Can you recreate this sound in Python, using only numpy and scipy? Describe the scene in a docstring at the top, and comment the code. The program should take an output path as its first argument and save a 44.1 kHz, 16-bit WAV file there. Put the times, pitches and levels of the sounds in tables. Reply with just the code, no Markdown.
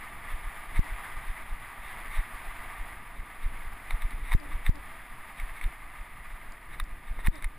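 """A bicycle rolls down a city street with a camera in a closed housing on its handlebar.
From the start, tyre and air noise come through the housing while the mount trembles.
Bumps soon rock the mount with low thumps and rattles; at 0.8 s a hard one pops and buzzes on the right,
and a loose part ticks. From 3.9 s the mount also knocks against its stop, and two more hard jolts follow.
The tyre noise eases as the bicycle slows, and a last jolt comes at 7.3 s."""
import sys
import numpy as np
from scipy.fft import rfft, irfft, next_fast_len
from scipy.io import wavfile
from scipy.ndimage import map_coordinates

SR = 44100
rng = np.random.default_rng(int(sys.argv[2]) if len(sys.argv) > 2 else 0)


def master_out(mix):
    """Clip the mix to full scale and print it as 16-bit PCM to the path in sys.argv[1]."""
    frames = np.transpose(np.atleast_2d(mix))
    ceiling = np.clip(frames, -1, 1)
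    pcm = np.round(ceiling * 32767).astype(np.int16)
    wavfile.write(sys.argv[1], SR, pcm)


N = 334278


def amp(db):
    """Turn decibels into a factor to multiply by."""
    return 10 ** (np.asarray(db) / 20)


def unit(x):
    """Scale a sound to an average (rms) level of 1."""
    return x / np.sqrt(np.mean(x ** 2) + 1e-20)


def curve(rows):
    """Join (time, value) points with straight lines, one value per sample."""
    return np.interp(np.arange(N) / SR, *np.transpose(rows))


def wobble(rate):
    """A smooth random curve through `rate` points a second."""
    return map_coordinates(rng.standard_normal(int(N * rate / SR) + 4), [np.arange(N) * rate / SR])


def filtered(x, response):
    """Multiply each frequency f in a sound by response(f)."""
    size = x.shape[-1]
    padded = next_fast_len(size + 8192)
    return irfft(rfft(x, padded) * response(np.fft.rfftfreq(padded, 1 / SR)), padded)[..., :size]


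def coloured(x, spectrum):
    """Shape a sound's tone by (frequency, level) points, then scale it to level 1."""
    hz, db = np.transpose(spectrum)
    return unit(filtered(x, lambda f: amp(np.interp(np.log(f + 1), np.log(hz), db, right=-120))))


def resonance(f, hz, width):
    """How a part that rings at `hz` responds to frequency f."""
    return 1j * f * width / (hz * hz - f * f + 1j * f * width)


def add(track, s, sound):
    """Mix a sound into the track, starting at s seconds."""
    part = track[round(s * SR):]
    part[:len(sound)] += sound[:len(part)]


# How loud the tyres are along the ride: t/s, level/dB (relative)
TYRE_LOUDNESS = [(0.0, -45), (0.44, -44), (1.24, -44), (1.58, -45.5), (2.07, -44), (2.72, -44.5),
                 (3.14, -48.5), (3.88, -46.5), (4.79, -48.5), (5.53, -47), (5.74, -50.5), (6.27, -48.5),
                 (6.9, -53), (7.58, -54)]
# The tone of the tyres inside the housing: f/Hz, level/dB (relative)
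TYRE_TONE = [(150, -19), (250, -12), (555, -15.5), (669, -4), (816, -4.5), (970, -1), (1050, -3.5),
             (1180, 0), (1350, -6.5), (2040, 1), (2970, -15.5), (3520, -16), (4250, -26.5), (5120, -26.5),
             (6000, -51.5), (7800, -94), (13200, -120)]
# High pitches at which the road's hiss rings the housing: f/Hz, width/Hz, level/dB (relative)
FIZZ_RINGS = [(7090, 1020, -16.5), (8550, 1300, -12.5), (9300, 700, -12), (9950, 690, -1),
              (10840, 440, -6.5), (13100, 480, -7.5), (14140, 780, -4.5), (15150, 300, -17)]

def tyres(body_db=-0.58, fizz_db=-13, ring_db=-10, flutter_db=0.9, patch_db=1.02, air_db=-58):
    """Grainy asphalt shakes frame and housing; steady air noise stays as the bicycle slows."""
    def fizz_response(f):
        rings = [amp(db) * np.abs(resonance(f, hz, width)) ** 2 for hz, width, db in FIZZ_RINGS]
        return np.linalg.norm(rings, axis=0)

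    grain = unit(rng.standard_normal(N) * amp(0.83 * wobble(900)))  # tiny contacts of uneven size
    ring = unit(filtered(rng.standard_normal(N), lambda f: resonance(f, hz=1201, width=128) ** 2))
    body = coloured(grain, TYRE_TONE) + amp(ring_db) * ring
    fizz = unit(filtered(grain, fizz_response))
    surface_db = curve(TYRE_LOUDNESS) + flutter_db * wobble(45) + patch_db * wobble(10)
    loudness = np.hypot(amp(surface_db), amp(air_db))
    return loudness * (amp(body_db) * body + amp(fizz_db) * fizz)


# When the mount trembles more or less: t/s, level/dB (before its ups and downs are shrunk)
TREMBLE_LOUDNESS = [(0.0, -48.5), (3.74, -46), (4.24, -38), (5.25, -57.5), (5.57, -43.5), (6.38, -58),
                    (7.24, -43), (7.58, -41)]
# The deep tone of the trembling: f/Hz, level/dB (relative)
TREMBLE_TONE = [(10, -3.5), (20, -0.5), (35, -7), (55, -15), (100, -21.5), (200, -27), (300, -29),
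                (450, -37), (600, -36.5), (1200, -82)]

def trembling(gain_db=3.5, follow=0.3, gust_db=1.9):
    """Wind and small ripples in the road keep the mount trembling."""
    shake_db = curve(TREMBLE_LOUDNESS)
    evened_db = shake_db.mean() + follow * (shake_db - shake_db.mean())
    loudness = amp(evened_db + gain_db + gust_db * wobble(12))
    return loudness * coloured(rng.standard_normal(N), TREMBLE_TONE)


def hiss(level_db=-80):
    """Left and right each have a very faint hiss of their own."""
    tone = [(60, -23), (400, 12.5), (600, 10), (800, -21), (3200, -35), (4200, 17.5),
            (8000, -7), (9000, -28)]  # f/Hz, level/dB (relative)
    return amp(level_db) * coloured(rng.standard_normal((2, N)), tone)


def ripples(over_tyres_db=8, spread_db=0.5, count=26):
    """Slight bumps come at random and soften as the bicycle slows; gives (time, level) rows."""
    place, size = rng.random((count, 2)).T
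    times = .15 + (np.arange(count) + place) / count * (N / SR - .2)
    tyre_db = np.interp(times, *np.transpose(TYRE_LOUDNESS))
    return list(zip(times, tyre_db + over_tyres_db + spread_db * (2 * size - 1)))


def swell(t, rise_s, fall_s):
    """A smooth rise to 1 at t = 0, then a smooth fall."""
    return np.exp(-(t / np.where(t < 0, rise_s, fall_s)) ** 2)


# Bumps in the road that rock the mount: t/s, level/dB (relative)
ROAD_BUMPS = [(.343, -26), (.475, -29), (.797, -16), (.925, -27), (1.301, -27), (1.527, -27.5),
              (2.192, -19.5), (2.488, -31), (2.812, -28.5), (3.197, -29.5), (3.463, -23), (3.675, -33),
              (3.944, -21), (4.052, -21.5), (4.146, -28), (4.232, -30), (4.353, -15), (4.554, -23),
              (4.697, -16), (5.436, -26.5), (5.52, -34.5), (5.662, -21.5), (6.013, -33), (6.341, -34),
              (6.828, -25), (6.93, -31.5), (7.113, -26), (7.184, -32.5), (7.288, -15.5), (7.463, -24.5)]

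def thumps(swing_hz=17, snap_s=0.004, snap_radians=0.72, build_s=0.026, settle_s=.017, gain_db=1.43):
    """Each bump rocks the mount gently, then builds a slow swing that snaps back."""
    out, t = np.zeros(N), np.arange(-SR // 8, SR // 10) / SR
    for s, db in ROAD_BUMPS + ripples():
        speed = amp(db + 28) ** 0.1  # harder bumps swing and snap faster
        phase = 2 * np.pi * swing_hz * speed * t + snap_radians * np.tanh(t * speed / snap_s)
        gentle_start = swell(t, rise_s=0.057, fall_s=settle_s)
        reach = 0.8 * swell(t, build_s, settle_s) + 0.2 * gentle_start
        add(out, s + t[0], -amp(db + gain_db) * reach * np.sin(phase))
    return out


def whistle(swing, pitch_hz=12000, gain_db=-42):
    """A thin high tone sounds on the back swing of every thump."""
    tone = np.sin(2 * np.pi * pitch_hz * np.arange(N) / SR + wobble(150))
    return amp(gain_db) * np.maximum(-swing, 0) * tone


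# Pitches at which the housing rings when struck: f/Hz, width/Hz, level/dB (relative)
HOUSING_RINGS = [(1020, 450, 2), (1187, 310, 4.5), (1930, 494, 12), (2127, 193, 7.5), (3060, 100, -52),
                 (3650, 343, 3), (4920, 350, -44), (7200, 200, -32), (8340, 400, -4), (9900, 720, -1.5),
                 (10800, 300, -28), (14300, 300, -31), (14000, 600, -3.5), (15100, 300, -30)]

def housing(contacts, bright_db):
    """Contacts make the housing ring; sharper ones bring out its higher pitches."""
    def response(f):
        rings = sum(amp(db) * resonance(f, hz, width) ** 2 for hz, width, db in HOUSING_RINGS)
        octaves = np.log2(np.clip(f, 600, 4200) / 2000)
        return rings * amp(bright_db * octaves)

    return filtered(contacts, response)


# Stretches of rough asphalt: t/s, level/dB, half length/s
ROUGH_PATCHES = [(1.889, -47.5, 0.068), (2.156, -41.5, .055), (4.275, -46, 0.042), (5.39, -46, 0.024),
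                 (5.576, -47, .03), (6.742, -46, .02), (7.204, -45.5, 0.016), (7.36, -47.5, .04)]

def chatter(level_db=-45, firm_bump_db=-21.5, lead_s=.027, rise_s=.021, fall_s=0.019):
    """Many small contacts blur into a rattle, just before each bump's swing and on rough asphalt."""
    out, t = np.zeros(N), np.arange(-SR // 10, SR // 10) / SR
    # A firm bump rattles at level_db; harder ones are louder.
    at_bumps = [(s - lead_s, level_db + 1.01 * (db - firm_bump_db), rise_s, fall_s)
                for s, db in ROAD_BUMPS]
    on_rough = [(s, db, half_s, half_s) for s, db, half_s in ROUGH_PATCHES]
    for s, db, rise, fall in at_bumps + on_rough:
        rattle = unit(housing(rng.standard_normal(len(t)), bright_db=-1.6))
        add(out, s + t[0], amp(db) * swell(t, rise, fall) * rattle)
    return out


# The hardest jolts: t/s, length/s
HARD_JOLTS = [(.7925, 0.07), (4.349, 0.11), (4.6932, .097), (7.283, .102)]

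def jolts(pop_db=2.2, pop_hz=36, pop_rise_s=0.0018, pop_fade_s=0.036,
          crack_db=-45, crack_s=0.0059, crack_top_hz=4000,
          buzz_db=-41, end_hz=270, glide=.33, waver=.03, buzz_rise_s=0.044, buzz_top_hz=3500):
    """A hard jolt gives a dull pop with a thin crack, then a short buzz that sinks in pitch."""
    out = np.zeros(N)
    for s, length in HARD_JOLTS:
        t = np.arange(int(length * SR)) / SR
        pop_shape = (1 - np.exp(-t / pop_rise_s)) ** 2 * amp(pop_db - 60 * t / pop_fade_s)
        pop = -np.cos(2 * np.pi * pop_hz * t) * pop_shape
        noise = unit(filtered(rng.standard_normal(len(t)), lambda f: 1 / (1 + 1j * f / crack_top_hz)))
        crack = amp(crack_db) * noise * np.exp(-(t / crack_s) ** 2)
        pitch_hz = end_hz * (1 + glide * (1 - t / length) + waver * wobble(80)[:len(t)])
        cycles = np.cumsum(pitch_hz) / SR
        sawtooth = filtered(2 * (cycles % 1) - 1, lambda f: 1 / (1 + 1j * f / buzz_top_hz) ** 2)
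        buzz = amp(buzz_db) * sawtooth * np.clip(t / buzz_rise_s - .5, 0, 1)
        add(out, s, pop + crack + buzz)
    return out


def dips(depth_db=12, fall_s=.008):
    """The level drops briefly at each hard jolt and comes back during the buzz."""
    s, length = np.transpose(HARD_JOLTS)[:, :, None]
    since = np.arange(N) / SR - s
    dip = np.clip(since / fall_s, 0, 1) * np.clip(1 - since / length, 0, 1)
    return amp(-depth_db * dip.sum(axis=0))


# Ticks of loose parts: t/s, level/dB (relative)
LOOSE_TICKS = [(.8435, -43), (4.4004, -40), (4.7566, -40), (6.5211, -40.5), (6.8395, -42), (7.3565, -38)]

def ticks(gain_db=-3, fade_s=.011):
    """Loose parts touch and give small, dry, bright ticks."""
    out, t = np.zeros(N), np.arange(SR // 30) / SR
    rings = [(3700, 830, -3.5), (4840, 710, -1.5), (6950, 1100, -4.5)]  # f/Hz, width/Hz, weight/dB
    for s, db in LOOSE_TICKS:
        contact = amp(-60 * t / fade_s) * rng.standard_normal(len(t))
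        tick = filtered(contact, lambda f: sum(amp(weight) * resonance(f, hz, width)
                                               for hz, width, weight in rings) ** 2)
        add(out, s, amp(db + gain_db) * tick / np.abs(tick).max())
    return out


# Knocks of the mount: t/s, level/dB (relative), brightness/(dB per octave)
MOUNT_KNOCKS = [(3.907, -21.5, -2), (4.020, -28.5, 1.5), (4.107, -33, 1), (4.318, -20, -5),
                (4.328, -22, -0.5), (4.335, -22.5, -1), (4.6634, -20.5, -1), (5.398, -27.5, 3),
                (5.612, -25, -4), (5.639, -28, -2), (6.7985, -21, 0.5), (7.190, -31.5, -13.5),
                (7.2631, -24.5, -2), (7.270, -19, 0), (7.423, -28.5, 0.5), (7.443, -21.5, 3.5)]

def knocks(gain_db=-1.5, attack_s=0.0004, strike_fade_s=.011, rattle_db=-15, rattle_fade_s=0.015):
    """The mount strikes its stop and rattles on briefly, ringing the housing."""
    out, t = np.zeros(N), np.arange(SR // 8) / SR
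    strike = amp(-60 * t / strike_fade_s)
    rattle = amp(rattle_db - 60 * t / rattle_fade_s)
    force = (strike + rattle) * (1 - np.exp(-t / attack_s))
    for s, db, bright_db in MOUNT_KNOCKS:
        ring = housing(force * rng.standard_normal(len(t)), bright_db)
        add(out, s, amp(db + gain_db) * ring / np.abs(ring).max())
    return out


def scene():
    """Left and right hear the same housing, but hard jolts pop, buzz and dip on the right alone."""
    swing = thumps()
    rocking = swing + whistle(swing)
    road = trembling() + tyres() + knocks() + chatter() + ticks()
    left = rocking + road
    right = rocking + road * dips() + jolts()
    return np.array([left, right]) + hiss()


def record(dry, top_hz=15350):
    """The camera keeps no sound higher than top_hz."""
    return filtered(dry, lambda f: f < top_hz)


dry = scene()
out = record(dry)
master_out(out)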